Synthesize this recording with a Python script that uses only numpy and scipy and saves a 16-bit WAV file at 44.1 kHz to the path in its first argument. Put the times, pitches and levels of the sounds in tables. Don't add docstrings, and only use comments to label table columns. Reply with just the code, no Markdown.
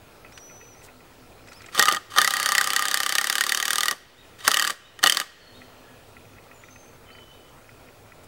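import sys
import numpy as np
from scipy import signal
from scipy.io import wavfile
from scipy.ndimage import uniform_filter1d

SR = 44100
rng = np.random.default_rng(int(sys.argv[2]) if len(sys.argv) > 2 else 0)


def gain_from_db(level_db):
    decades = np.asarray(level_db, float) / 20
    return 10 ** decades


def dump(signal):
    limited = np.clip(np.atleast_2d(signal).T, -1, 1)
    pcm = np.round(limited * 32767).astype(np.int16)
    wavfile.write(sys.argv[1], SR, pcm)


N = 364707

# [f/Hz, level/dB, t60/s]
LOW_RING = [(1208, 3, 0.051), (1349, -3.5, 0.045), (794, -6.5, .05), (571, -9, 0.034)]
HIGH_RING = [(1893, -3.5, 0.051), (1778, -10, 0.08), (1596, -1.5, 0.02)]
BODY_RING = [(3057, 0.5, 0.016), (3580, -6, 0.023), (4547, -8.5, 0.026), (6320, -13.5, 0.022),
             (8140, -4, 0.0056)]
# [f/Hz, level/dB]
GEAR_HISS = [(150, -56), (500, -10.5), (1500, 7), (4000, 2), (8000, -1.5), (12000, -22.5), (16000, -17)]
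# [start/s, hammer engages/s, release/s]
PULLS = [
    (1.72, 1.755, 1.94),
    (2.1, 2.17, 3.915),
    (4.385, 4.45, 4.71),
    (5.015, 5.035, 5.215),
]
COAST_S = .06
PLAIN_DB = -14


def evened(x):
    return x / np.sqrt(np.mean(x ** 2) + 1e-20)


def read(points, hz):
    f, value = np.transpose(points)
    return np.interp(np.log(hz + 1), np.log(f + 1), value)


def curve(points, t):
    return np.interp(t, *np.transpose(points))


def add(mix, s, sound):
    part = mix[round(s * SR):][:len(sound)]
    part += sound[:len(part)]


def sine(hz):
    return np.sqrt(2) * np.sin(2 * np.pi * np.cumsum(hz) / SR)


def colour(x, points):
    half = np.maximum(read(points, np.fft.rfftfreq(4096, 1 / SR)), -100) * np.log(10) / 20
    log_gain = np.concatenate([half, half[-2:0:-1]])
    taps = np.fft.ifft(np.exp(np.conj(signal.hilbert(log_gain)))).real[:2048]
    return signal.oaconvolve(x, taps / np.linalg.norm(taps))[:len(x)]


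def resonate(x, hz, width_hz):
    pole = np.exp((2j * np.pi * hz - np.pi * width_hz) / SR)
    return 2 * signal.lfilter([1 - abs(pole)], [1, -pole], x).real


def resonate_twice(x, hz, width_hz):
    return evened(resonate(resonate(x, hz, width_hz), hz, width_hz))


def ring(modes, luck, spread_db=6.0, detune=0.026):
    hz, db, t60_s = np.transpose(modes)[:, :, None]
    t = np.arange(4000) / SR
    size, pitch, phase = luck[:, :len(modes), None] * np.minimum(hz / 1200, 1) ** 2
    swing = gain_from_db(db + spread_db * np.clip(size, -1, 1) - 60 * t / t60_s) * (1 - np.exp(-t / .0006))
    return (swing * np.sin(2 * np.pi * hz * (1 + detune * pitch) * t + 0.66 * phase)).sum(0)


def woods():
    # [f/Hz, level/dB]
    wash_spectrum = [(19, -43), (32, -3), (48, 1), (102, 3.0), (194, -5), (477, 0.0), (1090, -8.0),
                     (1370, -8), (1560, -11.5), (2480, -14.0), (5500, -20),
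                     (15000, -30)][:-1] + [(15780, -25.5), (15800, -92)]
    # [f/Hz, width/Hz, level/dB]
    hums = [(104.7, 11.3, -63.5), (251, 12.4, -66.5)]
    # [t/s, level/dB]
    engine_swell = [
        (0, -8),
        (.5, -4.5),
        (1.2, 3.5),
        (5.4, -3.5),
        (5.599, 9),
        (6.6, 1.5),
        (8.27, 3),
    ]
    wash_db, whine_hz, whine_db = -49, 15645.4, -71
    t, hz = np.arange(N) / SR, np.fft.rfftfreq(1024, 1 / SR)
    a, b, patches = rng.standard_normal((N // 256 + 5, 513, 3)).T
    patches = evened(uniform_filter1d(uniform_filter1d(patches, 12, 0), 14, 1))
    z = (a + 1j * b) * gain_from_db(read(wash_spectrum, hz)[:, None] + 1.43 * patches)
    wash = gain_from_db(wash_db - 2.0) * evened(signal.istft(z, nperseg=1024, noverlap=768)[1][:N])
    whine = gain_from_db(whine_db) * np.sqrt(2) * np.sin(2 * np.pi * whine_hz * t)
    noise = rng.standard_normal(N)
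    engines = sum(gain_from_db(db) * resonate_twice(noise, f, width_hz) for f, width_hz, db in hums)
    return wash + whine + gain_from_db(curve(engine_swell, t)) * engines


def focus_creep():
    low, high = rng.standard_normal((N, 2)).T * (rng.random(N) < 150 / SR)
    return gain_from_db(-66) * evened(resonate(low, 1340, 70)) + gain_from_db(-67) * evened(resonate(high, 2480, 150))


def focus_ticks():
    # [t/s, peak level/dB]
    tick_events = [(0.2475, -38), (0.376, -46), (0.4983, -41), (0.612, -40), (0.7482, -49), (0.816, -46),
                   (0.8844, -40), (1.005, -46), (1.484, -40), (1.517, -42), (1.6057, -38), (1.6422, -36),
                   (1.6866, -35.5), (1.7265, -40), (5.6173, -38.5), (6.1671, -39), (6.3636, -49),
                   (6.3841, -40.5), (6.5132, -38), (6.637, -38), (6.6845, -38.5), (6.7592, -38),
                   (7.0885, -45), (7.103, -40), (7.1509, -40), (7.1838, -38.5), (7.6911, -38.5),
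                   (7.887, -44), (8.0573, -52), (8.1201, -40)]
    # [f/Hz, level/dB, t60/s]
    case_ring = [(1974, 2, 0.028), (2170, -0.5, 0.022), (2470, -3, 0.042), (1370, -5.5, 0.051)]
    second_tick_db = -9
    out = np.zeros(N)
    for (s, db), luck in zip(tick_events, rng.standard_normal((len(tick_events), 3, 4))):
        add(out, s, gain_from_db(db - 2.5) * ring(case_ring, luck, spread_db=1.5))
        if s < 1:
            second_s = s + 0.012 + .004 * luck[0, 0]
            second_amp = gain_from_db(db + second_tick_db + 2 * luck[1, 0])
            add(out, second_s, second_amp * ring(case_ring, luck[::-1]))
    return out


def squeaks():
    # [t/s, pitch/Hz, level/dB]
    squeak_tracks = [
        [(.316, 4900, -60), (.348, 6200, -54), (.365, 5720, -52), (.39, 6000, -55), (.415, 5720, -50),
         (.445, 5920, -49), (.71, 5985, -55), (.752, 5720, -54)],
        [(.755, 6000, -64), (.78, 6150, -59), (.81, 6150, -58), (.82, 5500, -60)],
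        [(1.485, 4900, -62), (1.5, 5300, -58), (1.52, 4900, -60)],
        [(1.53, 3900, -60), (1.55, 4800, -56), (1.575, 5330, -53), (1.598, 4900, -57), (1.625, 3700, -62)],
    ]
    out = np.zeros(N)
    for rows in squeak_tracks:
        s, hz_points, db_points = np.transpose(rows)
        t = np.arange(s[0], s[-1], 1 / SR)
        glide_hz = uniform_filter1d(np.interp(t, s, hz_points), 500, mode="nearest")
        waver = evened(uniform_filter1d(rng.standard_normal(len(t)), 150))
        turn = 2 * np.pi * np.cumsum(glide_hz + (25 + 40 * (t > 1)) * waver) / SR
        tone = np.sin(turn) + gain_from_db(glide_hz / 100 - 63 - 15 * (t < 1)) * np.sin(2 * turn)
        fade = signal.windows.tukey(len(t), 0.0067 / (t[-1] - t[0]))
        add(out, t[0], np.sqrt(2) * gain_from_db(np.interp(t, s, db_points)) * tone * fade)
    return out


def bit_clicks():
    # [t/s, peak level/dB]
    click_events = [
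        (0.3227, -38.5),
        (0.376, -29.5),
        (1.474, -38),
        (1.4867, -38),
        (1.5208, -35.5),
        (1.531, -34),
        (1.619, -35),
        (1.6616, -32),
        (6.439, -46),
    ]
    out, t = np.zeros(N), np.arange(1500) / SR
    for s, db in click_events:
        hiss = colour(rng.standard_normal(len(t)), GEAR_HISS)
        add(out, s, gain_from_db(db - 7 - 60 * t / 0.039) * hiss)
    return out


def bit_scrapes():
    # [t/s, length/s, level/dB, f/Hz]
    scrape_events = [
        (0.811, 0.076, -50, 7460),
        (1.468, 0.37, -54.5, 1990),
        (8.227, .03, -56, 7500),
    ]
    out = np.zeros(N)
    for s, length_s, db, hz in scrape_events:
        grit = rng.standard_normal(round(length_s * SR)) ** 3
        add(out, s, gain_from_db(db) * evened(resonate(grit, hz, .6 * hz)) * np.hanning(len(grit)))
    return out


def rattle_level():
    pull_db = [-31, -28.5, -31, -32]
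    idle_db, surge_db, surge_s = -11, 5, .04
    load_db_per_s, brake_db_per_s = -1.5, -400
    level = np.zeros(N)
    for (start, engage, stop), db in zip(PULLS, pull_db):
        t = np.arange(start, stop + COAST_S, 1 / SR)
        shape_db = db + load_db_per_s * (t - start)
        shape_db += idle_db * np.clip((engage - t) / 0.017, 0, 1)
        shape_db += surge_db * np.exp(-((t - engage - .03) / surge_s) ** 2)
        shape_db += brake_db_per_s * np.maximum(t - stop, 0)
        add(level, start, gain_from_db(shape_db) * np.minimum((t - start) / 0.0052, 1))
    return level


def gears():
    # [f/Hz, width/Hz, level/dB]
    mesh_modes = [(4560, 520, -11), (8600, 800, -18)]
    # [t/s, level/dB]
    mesh_fade = [
        (2.2, -15.5),
        (2.5, 0),
        (2.8, -13),
        (3.1, -17),
    ]
    knocks = rng.standard_normal(N) * gain_from_db(2.2 * np.minimum(rng.exponential(1, N), 4))
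    knocks *= rng.random(N) < 9000 / SR
    shaken = sum(gain_from_db(db) * evened(resonate(knocks, hz, 4 / t60_s))
                 for hz, db, t60_s in [*LOW_RING, *HIGH_RING, *BODY_RING])
    mesh = sum(gain_from_db(db) * resonate_twice(knocks, hz, width_hz) for hz, width_hz, db in mesh_modes)
    mesh = gain_from_db(curve(mesh_fade, np.arange(N) / SR)) * mesh
    hiss = evened(colour(knocks, GEAR_HISS))
    return rattle_level() * (mesh + gain_from_db(-7.5) * evened(shaken) + gain_from_db(-12.0) * hiss)


def blows():
    # [t/s, blows so far]
    beat = [
        (2.1849, 0),
        (2.3987, 7),
        (2.7036, 17),
        (2.973, 26),
        (3.2429, 35),
        (3.4938, 44),
        (3.6269, 49),
        (3.7321, 53),
        (3.857, 58),
        (3.9112, 60),
    ]
    # [t/s, crack level/dB, extra board ring/dB]
    hard_blows = [(2.1846, -6.5, 8.5), (2.216, -8.5, 2), (2.2462, -10.5, 6.5), (2.276, -9.5, 2.5),
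                  (2.399, -13, 3), (2.46, -9.5, 3), (2.4897, -12.5, 8.5), (2.5202, -10, 3),
                  (2.5512, -10, 4), (2.5811, -6.5, 3), (2.6121, -10.5, 6.5), (2.7631, -9, 2),
                  (2.854, -14, 6), (2.9428, -7.5, 0), (3.1237, -13, 0), (3.153, -9.5, -1),
                  (3.1834, -9.5, 4), (3.2989, -10, 4.5), (3.3543, -12, 4), (3.4091, -9, 3),
                  (3.4937, -11, 0), (3.521, -10.5, 0), (3.5474, -12, -16), (3.6542, -12.5, -10),
                  (3.6805, -13.5, 2), (3.7061, -10, -2), (3.7319, -12, -1), (3.783, -11, 5),
                  (3.8327, -10, -0.5), (3.8828, -10.5, 2)]
    # [t/s, crack level/dB, extra board ring/dB]
    burst_blows = [(1.7486, -23.5, 2), (1.7948, -3.5, 5), (1.8251, -6, -4), (1.8558, -12, -1),
                   (1.8872, -11, -4), (1.9239, -14.5, -9), (1.9469, -18, 8), (4.4786, -2.5, 0),
                   (4.5156, -10.5, 1), (4.543, -9.5, 1), (4.5708, -11.5, -2.5), (4.5963, -11.5, 1),
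                   (4.6234, -12, 1), (4.6489, -16.5, 3), (4.6751, -13.5, -5), (4.7039, -17, -3),
                   (5.0387, -4.5, -3), (5.0715, -6.5, -0.5), (5.0973, -6.5, -10), (5.1227, -11, -17),
                   (5.147, -20, -9), (5.1707, -11, 2), (5.2, -13.5, -5)]
    plain_spread_db = -0.4
    s, number = np.transpose(beat)
    plain_s = np.interp(np.arange(number[-1] + 1), number, s)
    plain_db = PLAIN_DB + plain_spread_db * rng.standard_normal(len(plain_s))
    drive = np.transpose([plain_s, plain_db, 0 * plain_s])
    for row in hard_blows:
        drive[np.argmin(abs(plain_s - row[0]))] = row
    return np.array(sorted(map(tuple, [*burst_blows, *drive]))).T


def blow_rings(s, db, extra_db):
    free_db = [-29.5, -24.5, -29]
    tight_db = [-5, -2.5, 6.5]
    fresh_db = [4.5, -3.5, 9]
    board_share = [0.52, 1, 0]
    slack_gap_s, tight_gap_s, settle_s = 0.032, 0.026, 0.057
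    ring_follows, ring_spread_db = 0.85, 2
    gap_s = np.minimum(np.diff(s, prepend=0), np.diff(s, append=9))
    tight = np.clip((slack_gap_s - gap_s) / (slack_gap_s - tight_gap_s), 0, 1)
    fresh = sum(np.exp(-abs(s - engage) / settle_s) * (s > start) * (s < stop + COAST_S)
                for start, engage, stop in PULLS)
    ring_db = free_db + np.outer(tight, tight_db) + np.outer(fresh, fresh_db)
    ring_db = ring_db + ring_follows * (db - PLAIN_DB)[:, None] + np.outer(extra_db, board_share)
    ring_db = ring_db + ring_spread_db * rng.uniform(-1.2, 1.2, ring_db.shape)
    return ring_db - db[:, None]


def light_strikes(s):
    # [t/s, level/dB]
    slips = [(1.7776, -14), (1.787, -12), (1.813, -14.5), (1.8354, -13), (1.8732, -17), (1.8831, -9),
             (1.8971, -18), (1.9128, -15), (1.9345, -21), (1.963, -19), (1.9692, -22), (2.1187, -33),
             (2.139, -28), (2.152, -30), (2.1626, -15.5), (2.1752, -12.5), (2.1994, -25), (2.2077, -21),
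             (3.1008, -18), (3.9251, -24.5), (4.4057, -30.5), (4.4502, -22), (4.4719, -15.5),
             (4.4944, -30.5), (4.9909, -28), (5.0294, -14), (5.0333, -13.5), (5.049, -22.5), (5.061, -6),
             (5.2142, -20.5)]
    # [from/s, to/s, lag/s, level/dB]
    bounces = [
        (2.3, 2.95, .009, -29.5),
        (2.3, 2.95, .02, -25),
        (4.5, 4.71, -.0068, -15.5),
        (5.06, 5.21, -0.01, -28),
    ]
    rebound_db = [-1, 1, 4]
    seated_db = [-7, -3, -2]
    seated_s, bounce_spread_db, bounce_jitter_s = 3, 1, .001
    light = list(slips)
    for t0, t1, lag_s, bounce_db in bounces:
        when, size = rng.standard_normal((2, len(s)))
        rows = np.transpose([s + lag_s + bounce_jitter_s * when, bounce_db + bounce_spread_db * size])
        light += list(rows[(s > t0) & (s < t1)])
    return [(at, db - 9.5, *np.add(rebound_db, (at > seated_s) * np.array(seated_db))) for at, db in light]


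def hammer(s, db, extra_db):
    # [f/Hz, level/dB]
    crack_spectrum = [(300, -44), (700, -29), (1200, -7), (1900, 1.5), (2300, -8), (3000, -4.5), (4500, -4),
                      (8500, -7), (12000, -11.5), (16500, -16.5)]
    rows = list(np.c_[s, db, blow_rings(s, db, extra_db)]) + light_strikes(s)
    cracks, rings, t = np.zeros(N), np.zeros(N), np.arange(4000) / SR
    burst = (gain_from_db(-60 * t / 0.0081) + gain_from_db(-15.5 - 60 * t / 0.045)) * (1 - np.exp(-t / 0.00044))
    for at, crack_db, *ring_db in rows:
        add(cracks, at - .0004, gain_from_db(crack_db + 3.0) * burst * rng.standard_normal(len(t)))
        for modes, rel_db, luck in zip((LOW_RING, HIGH_RING, BODY_RING), ring_db, rng.standard_normal((3, 3, 5))):
            add(rings, at - .0004, gain_from_db(crack_db + rel_db + 3.5) * ring(modes, luck))
    late = round(0.0048 * SR)
    return colour(cracks, crack_spectrum), rings + 0.25 * np.pad(rings, (late, 0))[:N]


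def trunk(times):
    # [t/s, f/Hz]
    push_hz = [
        (1.75, 144),
        (2.3, 141),
        (3.5, 250),
        (3.9, 237),
        (4.45, 210),
    ]
    # [t/s, level/dB]
    shoves = [(1.785, -25), (1.831, -46), (1.921, -30), (2.179, -30.5), (2.218, -34.5), (3.915, -36.5),
              (4.475, -26), (4.699, -36.5), (5.036, -22), (5.07, -57), (5.199, -41.5)]
    out, t = np.zeros(N), np.arange(3000) / SR
    for s in times:
        turn = 2 * np.pi * curve(push_hz, s) * t
        push = .6 * np.sin(turn) + np.sin(1.5 * turn) + .8 * np.sin(2.1 * turn) + .6 * np.sin(2.8 * turn)
        add(out, s, gain_from_db(-38.5 - 60 * t / .055) * push * (1 - np.exp(-t / .002)))
    for s, db in shoves:
        puff = evened(resonate(rng.standard_normal(len(t)), 520, 500))
        add(out, s, gain_from_db(db - 60 * t / 0.14) * (1 - np.exp(-t / 0.00091)) * puff)
    return out


def tree_echoes(x):
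    # [f/Hz, t60/s]
    decay = [(300, 1), (2500, 0.53), (10000, 0.39)]
    taps = np.zeros(SR)
    at = np.arange(900, SR - 20, 20)
    taps[at + rng.integers(0, 20, len(at))] = rng.choice([-1., 1.], len(at))
    hz, t, z = signal.stft(taps, SR, nperseg=256)
    near = gain_from_db(-60 * t / read(decay, hz)[:, None])
    far = gain_from_db(-16 - 7.3 * t - 9.3 * abs(np.log2(hz[:, None] / 2600 + 0.0087)))
    tail = signal.istft(z * (near + far), SR, nperseg=256)[1]
    return signal.fftconvolve(x, tail / np.linalg.norm(tail))[:N]


def ducking():
    pull_duck_db = [-6, -11, -10.5, -10.5]
    fall_s, hold_s, rise_s, ease_db_per_s = 0.071, 0.34, 0.046, 25
    t, duck_db = np.arange(N) / SR, np.zeros(N)
    for (_, engage, stop), db in zip(PULLS, pull_duck_db):
        depth = np.clip(np.minimum((t - engage) / fall_s, (stop + hold_s - t) / rise_s), 0, 1)
        duck_db = np.minimum(duck_db, depth * (db + ease_db_per_s * np.maximum(t - stop, 0)))
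    return gain_from_db(duck_db)


def birds():
    # [t/s, length/s, first pitch/Hz, held pitch/Hz, peak level/dB]
    whistles = [
        (4.39, .07, 3720, 3750, -54),
        (4.76, .25, 3000, 2990, -62),
        (5.38, .37, 4420, 4240, -59),
        (5.8, .25, 1700, 1690, -60),
        (6.53, .17, 7200, 6750, -61),
        (6.625, .09, 6100, 5720, -64),
        (6.69, .29, 6230, 6320, -57),
        (7.05, .5, 3060, 2995, -54),
        (7.1, .075, 3500, 5000, -61),
        (7.165, .045, 4950, 3500, -62),
    ]
    # [t/s, peak level/dB]
    chips = [
        (4.165, -56),
        (4.835, -58),
        (5.535, -57),
        (6.635, -63),
        (7.32, -62),
    ]
    blur_hz, blur_power, glide_blur = 40, 4, .1
    # glide and rise as shares of the length, end level/dB
    notes = [(*row, .4, .35, -15) for row in whistles]
    notes += [(s, .2, 3000, 3760, db, .04, .1, -30) for s, db in chips]
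    out = np.zeros(N)
    for s, length_s, first_hz, held_hz, db, glide, rise, end_db in notes:
        part = np.arange(0, length_s, 1 / SR) / length_s
        hz = held_hz + (first_hz - held_hz) * np.exp(-part / glide)
        swell_db = np.interp(part, [0, rise, 1], [-6, 0, end_db])
        wobble, flutter = uniform_filter1d(rng.standard_normal((len(part), 2)), 300, axis=0).T
        blur = (blur_hz + glide_blur * abs(first_hz - held_hz)) * (hz / 6000) ** blur_power
        tone = sine(hz + blur * evened(wobble)) * signal.windows.tukey(len(part), .1)
        add(out, s, gain_from_db(db + swell_db + 3.4 * evened(flutter)) * tone)
    return out


def scene():
    s, db, extra_db = blows()
    cracks, rings = hammer(s, db, extra_db)
    rest = gears() + squeaks() + trunk(s)
    echoes = gain_from_db(-22) * tree_echoes(cracks + .4 * rings + rest)
    no_bass = signal.butter(4, 125, "high", fs=SR, output="sos")
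    tool = signal.sosfilt(no_bass, cracks + rings + rest + echoes)
    background = ducking() * (woods() + focus_creep())
    small_knocks = focus_ticks() + bit_clicks() + bit_scrapes()
    return (tool + background + birds() + small_knocks)[None]


def top_cut(x):
    return signal.sosfilt(signal.butter(12, 17130, fs=SR, output="sos"), x)


def record(dry):
    low_pass = signal.firwin(255, 15950, window=("kaiser", 5), fs=SR)
    limited = signal.oaconvolve(dry, low_pass[None], "same")
    return top_cut(0.98 * np.tanh(limited / 0.98) + .0007)


dry = scene()
out = record(dry)
dump(out)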